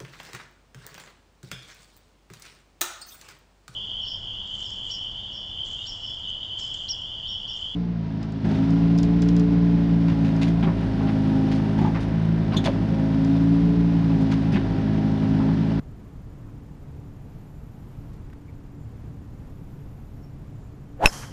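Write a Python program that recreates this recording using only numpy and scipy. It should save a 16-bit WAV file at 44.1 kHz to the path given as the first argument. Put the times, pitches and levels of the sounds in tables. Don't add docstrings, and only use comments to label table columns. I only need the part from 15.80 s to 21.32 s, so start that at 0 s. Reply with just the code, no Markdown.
import sys
import numpy as np
from scipy import signal
from scipy.fft import rfft, irfft, next_fast_len
from scipy.io import wavfile

SR = 44100
rng = np.random.default_rng(int(sys.argv[2]) if len(sys.argv) > 2 else 0)


def unload_audio(sound):
    columns = np.transpose(np.atleast_2d(sound))
    steps = np.round(np.clip(columns, -1, 1) * 32767)
    wavfile.write(sys.argv[1], SR, steps.astype(np.int16))


N = 243431
TIME = np.arange(N) / SR

# [frequency_hz, density_db]
RUMBLE_SPECTRUM = [(8.8, -59), (15, 1), (33, 1), (143, -2.5), (248, -9), (286, -13), (312, -13.5),
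                   (589, -23.5), (810, -25.5), (3970, -45.5), (6120, -48), (7080, -49.5), (10000, -54),
                   (13800, -55.5), (15000, -73)]
RUMBLE_DB, RUMBLE_SWAY_DB = -41, 0.58
# [centre_hz, width_hz, level_db]
HUM_BANDS = [(78, 28, -52.5), (111.5, 12, -48.5), (143.4, 15, -48.5), (286.7, 4, -55.5), (443, 4.1, -68.5)]
# [start_s, end_s, level_db]
INSECT_BUZZES = [(1.1, 2.38, -78), (3.35, 4.52, -77)]
BUZZ_ATTACK_S, BUZZ_RELEASE_S = 0.46, .07
# [centre_s, spread_s, pitch_hz, width_hz, peak_level_db]
BIRD_CALLS = [(1.76, .06, 7300, 500, -80), (2.69, 0.0086, 2260, 300, -60.5), (3.01, .05, 7250, 500, -78),
              (4.39, .02, 5500, 200, -79), (4.458, .02, 5490, 70, -66.5), (4.82, .06, 7140, 700, -76.5)]
# [centre_s, spread_s, centre_hz, width_hz, peak_level_db]
GRASS_SCUFFS = [(.68, 0.011, 1020, 500, -57), (2.338, 0.0048, 4000, 8000, -67),
                (2.501, 0.0009, 1880, 1500, -55), (2.533, 0.0044, 1500, 1500, -54),
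                (2.534, 0.0036, 5500, 6000, -68)]

# [return_s, level_db]
TREE_STANDS = [(5.26, -40.5), (5.32, -39.5), (5.365, -45)]
WASH_ATTACK_S, WASH_T60_S = 0.0083, 0.87
# [frequency_hz, density_db]
FOLIAGE_SPECTRUM = [(150, -30), (400, -4), (900, -2), (1900, -6), (2650, -14), (3050, -12), (3300, -11),
                    (3480, -17), (4300, -9), (5800, -3), (8200, -12), (11300, -14), (13500, -22),
                    (15200, -29)]
# [centre_s, spread_s, centre_hz, width_hz, peak_level_db]
DULL_ECHOES = [(5.2735, 0.0035, 1120, 1100, -27), (5.298, 0.0025, 1580, 400, -39),
               (5.341, 0.0074, 996, 700, -53), (5.436, 0.014, 1340, 1450, -43)]
LINGER_HZ, LINGER_WIDTH_HZ, LINGER_DB, LINGER_T60_S = 3120, 250, -53, 2.2
DULLING_FROM_S, DULLING_S = 5.42, 0.12

FASTEST_S, SPEED_UP_S, SLOW_DOWN_S = 5.249, .079, 0.0667
CREST = 0.0804
# [frequency_hz, density_db]
TURBULENCE_SPECTRUM = [(100, -6), (230, 0), (400, 1), (600, 1), (950, -4), (1750, -5), (2000, -12),
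                       (2800, -14), (5000, -26), (8000, -29), (15000, -38)]
VORTEX_HZ, VORTEX_DB, VORTEX_POWER = 885, -17, 3.94
WAKE_DB, WAKE_POWER = -22.5, 5.1
SHEDDING_SPEED = 0.53
BROKEN_DB = -4
UNSTEADY, UNSTEADY_HZ = 1, 150

IMPACT_S = 5.2577
PUSH_DB, PUSH_S, SUCTION_DB, SUCTION_S, FLIP_S = -10.5, 0.0175, -13, 0.037, 0.0027

# [pitch_hz, level_db, t60_s, build_up_s]
CLUB_MODES = [(230, -12, .02, .0001), (400, -11, .018, .0001), (600, -10, .014, .0001),
              (1150, -10, .022, .0001), (1510, -4, .016, .0005), (1730, -11, .016, .0005),
              (2625, 22, .0082, .0018), (3170, -10, .016, .0001), (3950, -4, .011, .0005),
              (4500, -16, .01, .0003), (5340, -23, .07, .0006), (5470, -17, .125, .0007),
              (5520, -14, .02, .0006), (7080, -36, .16, .0002), (7520, -16, .012, .0003),
              (9570, -28, .013, .0004), (10660, -23, .047, .001), (10870, -38, .08, .0008),
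              (12550, -23, .025, .0003)]
DOPPLER_SAG_PER_S, DOPPLER_LOWEST = 1.55, .937
TURN_AFTER_S, TURN_S, TURNED_DB = .043, .004, -18
RING_FLUTTER, RING_FLUTTER_HZ = 0.21, 160

CUTOFF_HZ = 15200


def from_db(db):
    return 10 ** (np.asarray(db) / 20)


def rms_one(x):
    return x / np.sqrt(np.mean(x ** 2) + 1e-20)


def filtered(x, hz, kind, order=2):
    edges_hz = np.clip(hz, 10, .45 * SR)
    sections = signal.butter(order, edges_hz, kind, fs=SR, output="sos")
    return signal.sosfilt(sections, x + 1e-18)


def shaped_noise(gain_at):
    size = next_fast_len(N)
    hz = np.arange(size // 2 + 1) * SR / size + 1
    spectrum = rfft(rng.standard_normal(size)) * gain_at(hz)
    return rms_one(irfft(spectrum, size)[:N])


def coloured(spectrum):
    points_hz, db = np.transpose(spectrum)
    return shaped_noise(lambda hz: from_db(np.interp(np.log(hz), np.log(points_hz), db)))


def band_noise(centre_hz, width_hz):
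    def gain_at(hz):
        detuning = (hz ** 2 - centre_hz ** 2) / (hz * width_hz)
        return 1 / (1 + detuning ** 2)
    return shaped_noise(gain_at)


def drift(rate_hz):
    return shaped_noise(lambda hz: 1 / (1 + (hz / rate_hz) ** 2))


def flutter(depth, rate_hz):
    wavering = 1 + depth * (drift(rate_hz) + 1j * drift(rate_hz))
    return wavering / np.sqrt(1 + 2 * depth ** 2)


def delayed(x, seconds):
    return np.interp(TIME - seconds, TIME, x, left=0)


def ramp(start, length):
    return np.clip((TIME - start) / length, 0, 1)


def dying(age, db, t60):
    return (age > 0) * from_db(db - 60 * np.minimum(age / t60, 3))


def swells(rows):
    total = 0
    for centre_s, spread_s, hz, width_hz, db in rows:
        bell = np.exp(-.5 * ((TIME - centre_s) / spread_s) ** 2)
        total = total + from_db(db) * bell * band_noise(hz, width_hz)
    return total


def traffic():
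    level_db = RUMBLE_DB + RUMBLE_SWAY_DB * drift(1)
    return from_db(level_db) * coloured(RUMBLE_SPECTRUM)


def engine_hum():
    return sum(from_db(db) * band_noise(hz, width) for hz, width, db in HUM_BANDS)


def insects():
    effort = 0
    for start, end, db in INSECT_BUZZES:
        effort = effort + from_db(db) * ramp(start, BUZZ_ATTACK_S) * ramp(end, -BUZZ_RELEASE_S)
    return effort * band_noise(centre_hz=12050, width_hz=3400)


def whine(level_db=-75, octave_db=-74, spread_s=0.0063):
    pitch_hz, period_s = 7025, 1 / 11.986
    blips = 0
    for start_s in (.003, .031):
        from_centre = (TIME - start_s + period_s / 2) % period_s - period_s / 2
        blips = blips + np.exp(-.5 * (from_centre / spread_s) ** 2)
    phase = 2 * np.pi * pitch_hz * TIME
    return blips * (from_db(level_db) * np.sin(phase) + from_db(octave_db) * np.sin(2 * phase))


def birds():
    return swells(BIRD_CALLS)


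def scuffs():
    return swells(GRASS_SCUFFS)


def tree_wash():
    power = 0
    for return_s, db in TREE_STANDS:
        decay = dying(np.maximum(TIME - return_s, 0), db, WASH_T60_S)
        power = power + (ramp(return_s, WASH_ATTACK_S) * decay) ** 2
    wash = np.sqrt(power) * coloured(FOLIAGE_SPECTRUM)
    dull = filtered(wash, hz=3070, kind="low", order=1)
    bright = np.exp(-np.maximum(TIME - DULLING_FROM_S, 0) / DULLING_S)
    return bright * wash + (1 - bright) * dull


def lingering_pitch():
    main_return_s = TREE_STANDS[1][0]
    age = np.maximum(TIME - main_return_s, 0)
    return dying(age, LINGER_DB, LINGER_T60_S) * band_noise(LINGER_HZ, LINGER_WIDTH_HZ)


def surroundings(crack):
    near = from_db(-16.5) * filtered(delayed(crack, seconds=.0122), hz=4000, kind="low")
    return near + swells(DULL_ECHOES) + tree_wash() + lingering_pitch()


def head_speed():
    since = TIME - FASTEST_S
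    away = np.maximum(-since / SPEED_UP_S, since / SLOW_DOWN_S)
    return np.exp(CREST - np.hypot(away, CREST))


def vortex_tone(speed):
    phase = 2 * np.pi * np.cumsum(VORTEX_HZ * speed) / SR
    shedding = 1 / (1 + (SHEDDING_SPEED / (speed + 1e-6)) ** 20)
    level_db = VORTEX_DB + BROKEN_DB * ramp(IMPACT_S, FLIP_S)
    strength = from_db(level_db) * speed ** VORTEX_POWER * shedding
    unsteady = flutter(UNSTEADY, UNSTEADY_HZ)
    return np.sqrt(2) * strength * np.real(unsteady * np.exp(1j * phase))


def wake_noise(speed, body_hz=1100):
    wake = coloured(TURBULENCE_SPECTRUM)
    body = filtered(wake, body_hz, "low", order=1)
    brightness = speed ** 2
    return from_db(WAKE_DB) * speed ** WAKE_POWER * (brightness * wake + (1 - brightness) * body)


def swish():
    speed = head_speed()
    return vortex_tone(speed) + wake_noise(speed)


def air_push():
    ahead = from_db(PUSH_DB) * ramp(IMPACT_S - PUSH_S, PUSH_S)
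    behind = from_db(SUCTION_DB) * ramp(IMPACT_S + SUCTION_S, -SUCTION_S)
    pressure = np.where(TIME < IMPACT_S, ahead, behind) * np.tanh((IMPACT_S - TIME) / FLIP_S)
    return filtered(pressure, hz=400, kind="low")


def club_ring(age, level_db=-1.5):
    doppler = np.maximum(1 - DOPPLER_SAG_PER_S * age, DOPPLER_LOWEST)
    heard_age = np.cumsum(doppler * (age > 0)) / SR
    modes = 0
    for hz, db, t60, build_up in CLUB_MODES:
        envelope = dying(age, db, t60) * (1 - np.exp(-age / build_up)) ** 2
        modes = modes - envelope * np.exp(2j * np.pi * hz * heard_age)
    wavering = flutter(RING_FLUTTER * ramp(IMPACT_S, 0.014), RING_FLUTTER_HZ)
    away_db = TURNED_DB * ramp(IMPACT_S + TURN_AFTER_S, TURN_S)
    return np.imag(modes * wavering) * from_db(level_db + away_db)


def contact_snap(age):
    noise = filtered(rng.standard_normal(N), [2800, 9000], "band", order=1)
    return dying(age, -16, t60=.015) * rms_one(noise)


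def grass_spray(age):
    noise = filtered(rng.standard_normal(N), hz=12100, kind="low")
    return dying(age, -33, t60=0.099) * rms_one(noise)


def strike():
    age = np.maximum(TIME - IMPACT_S, 0)
    return club_ring(age) + contact_snap(age) + grass_spray(age)


def scene():
    crack = strike()
    course = traffic() + engine_hum() + insects() + whine() + birds() + scuffs()
    drive = surroundings(crack) + swish() + air_push() + crack
    return (course + drive)[None]


def record(dry):
    rounded = dry / (1 + dry ** 6) ** (1 / 6)
    return signal.sosfilt(signal.butter(24, CUTOFF_HZ, fs=SR, output="sos"), rounded)


dry = scene()
out = record(dry)
unload_audio(out)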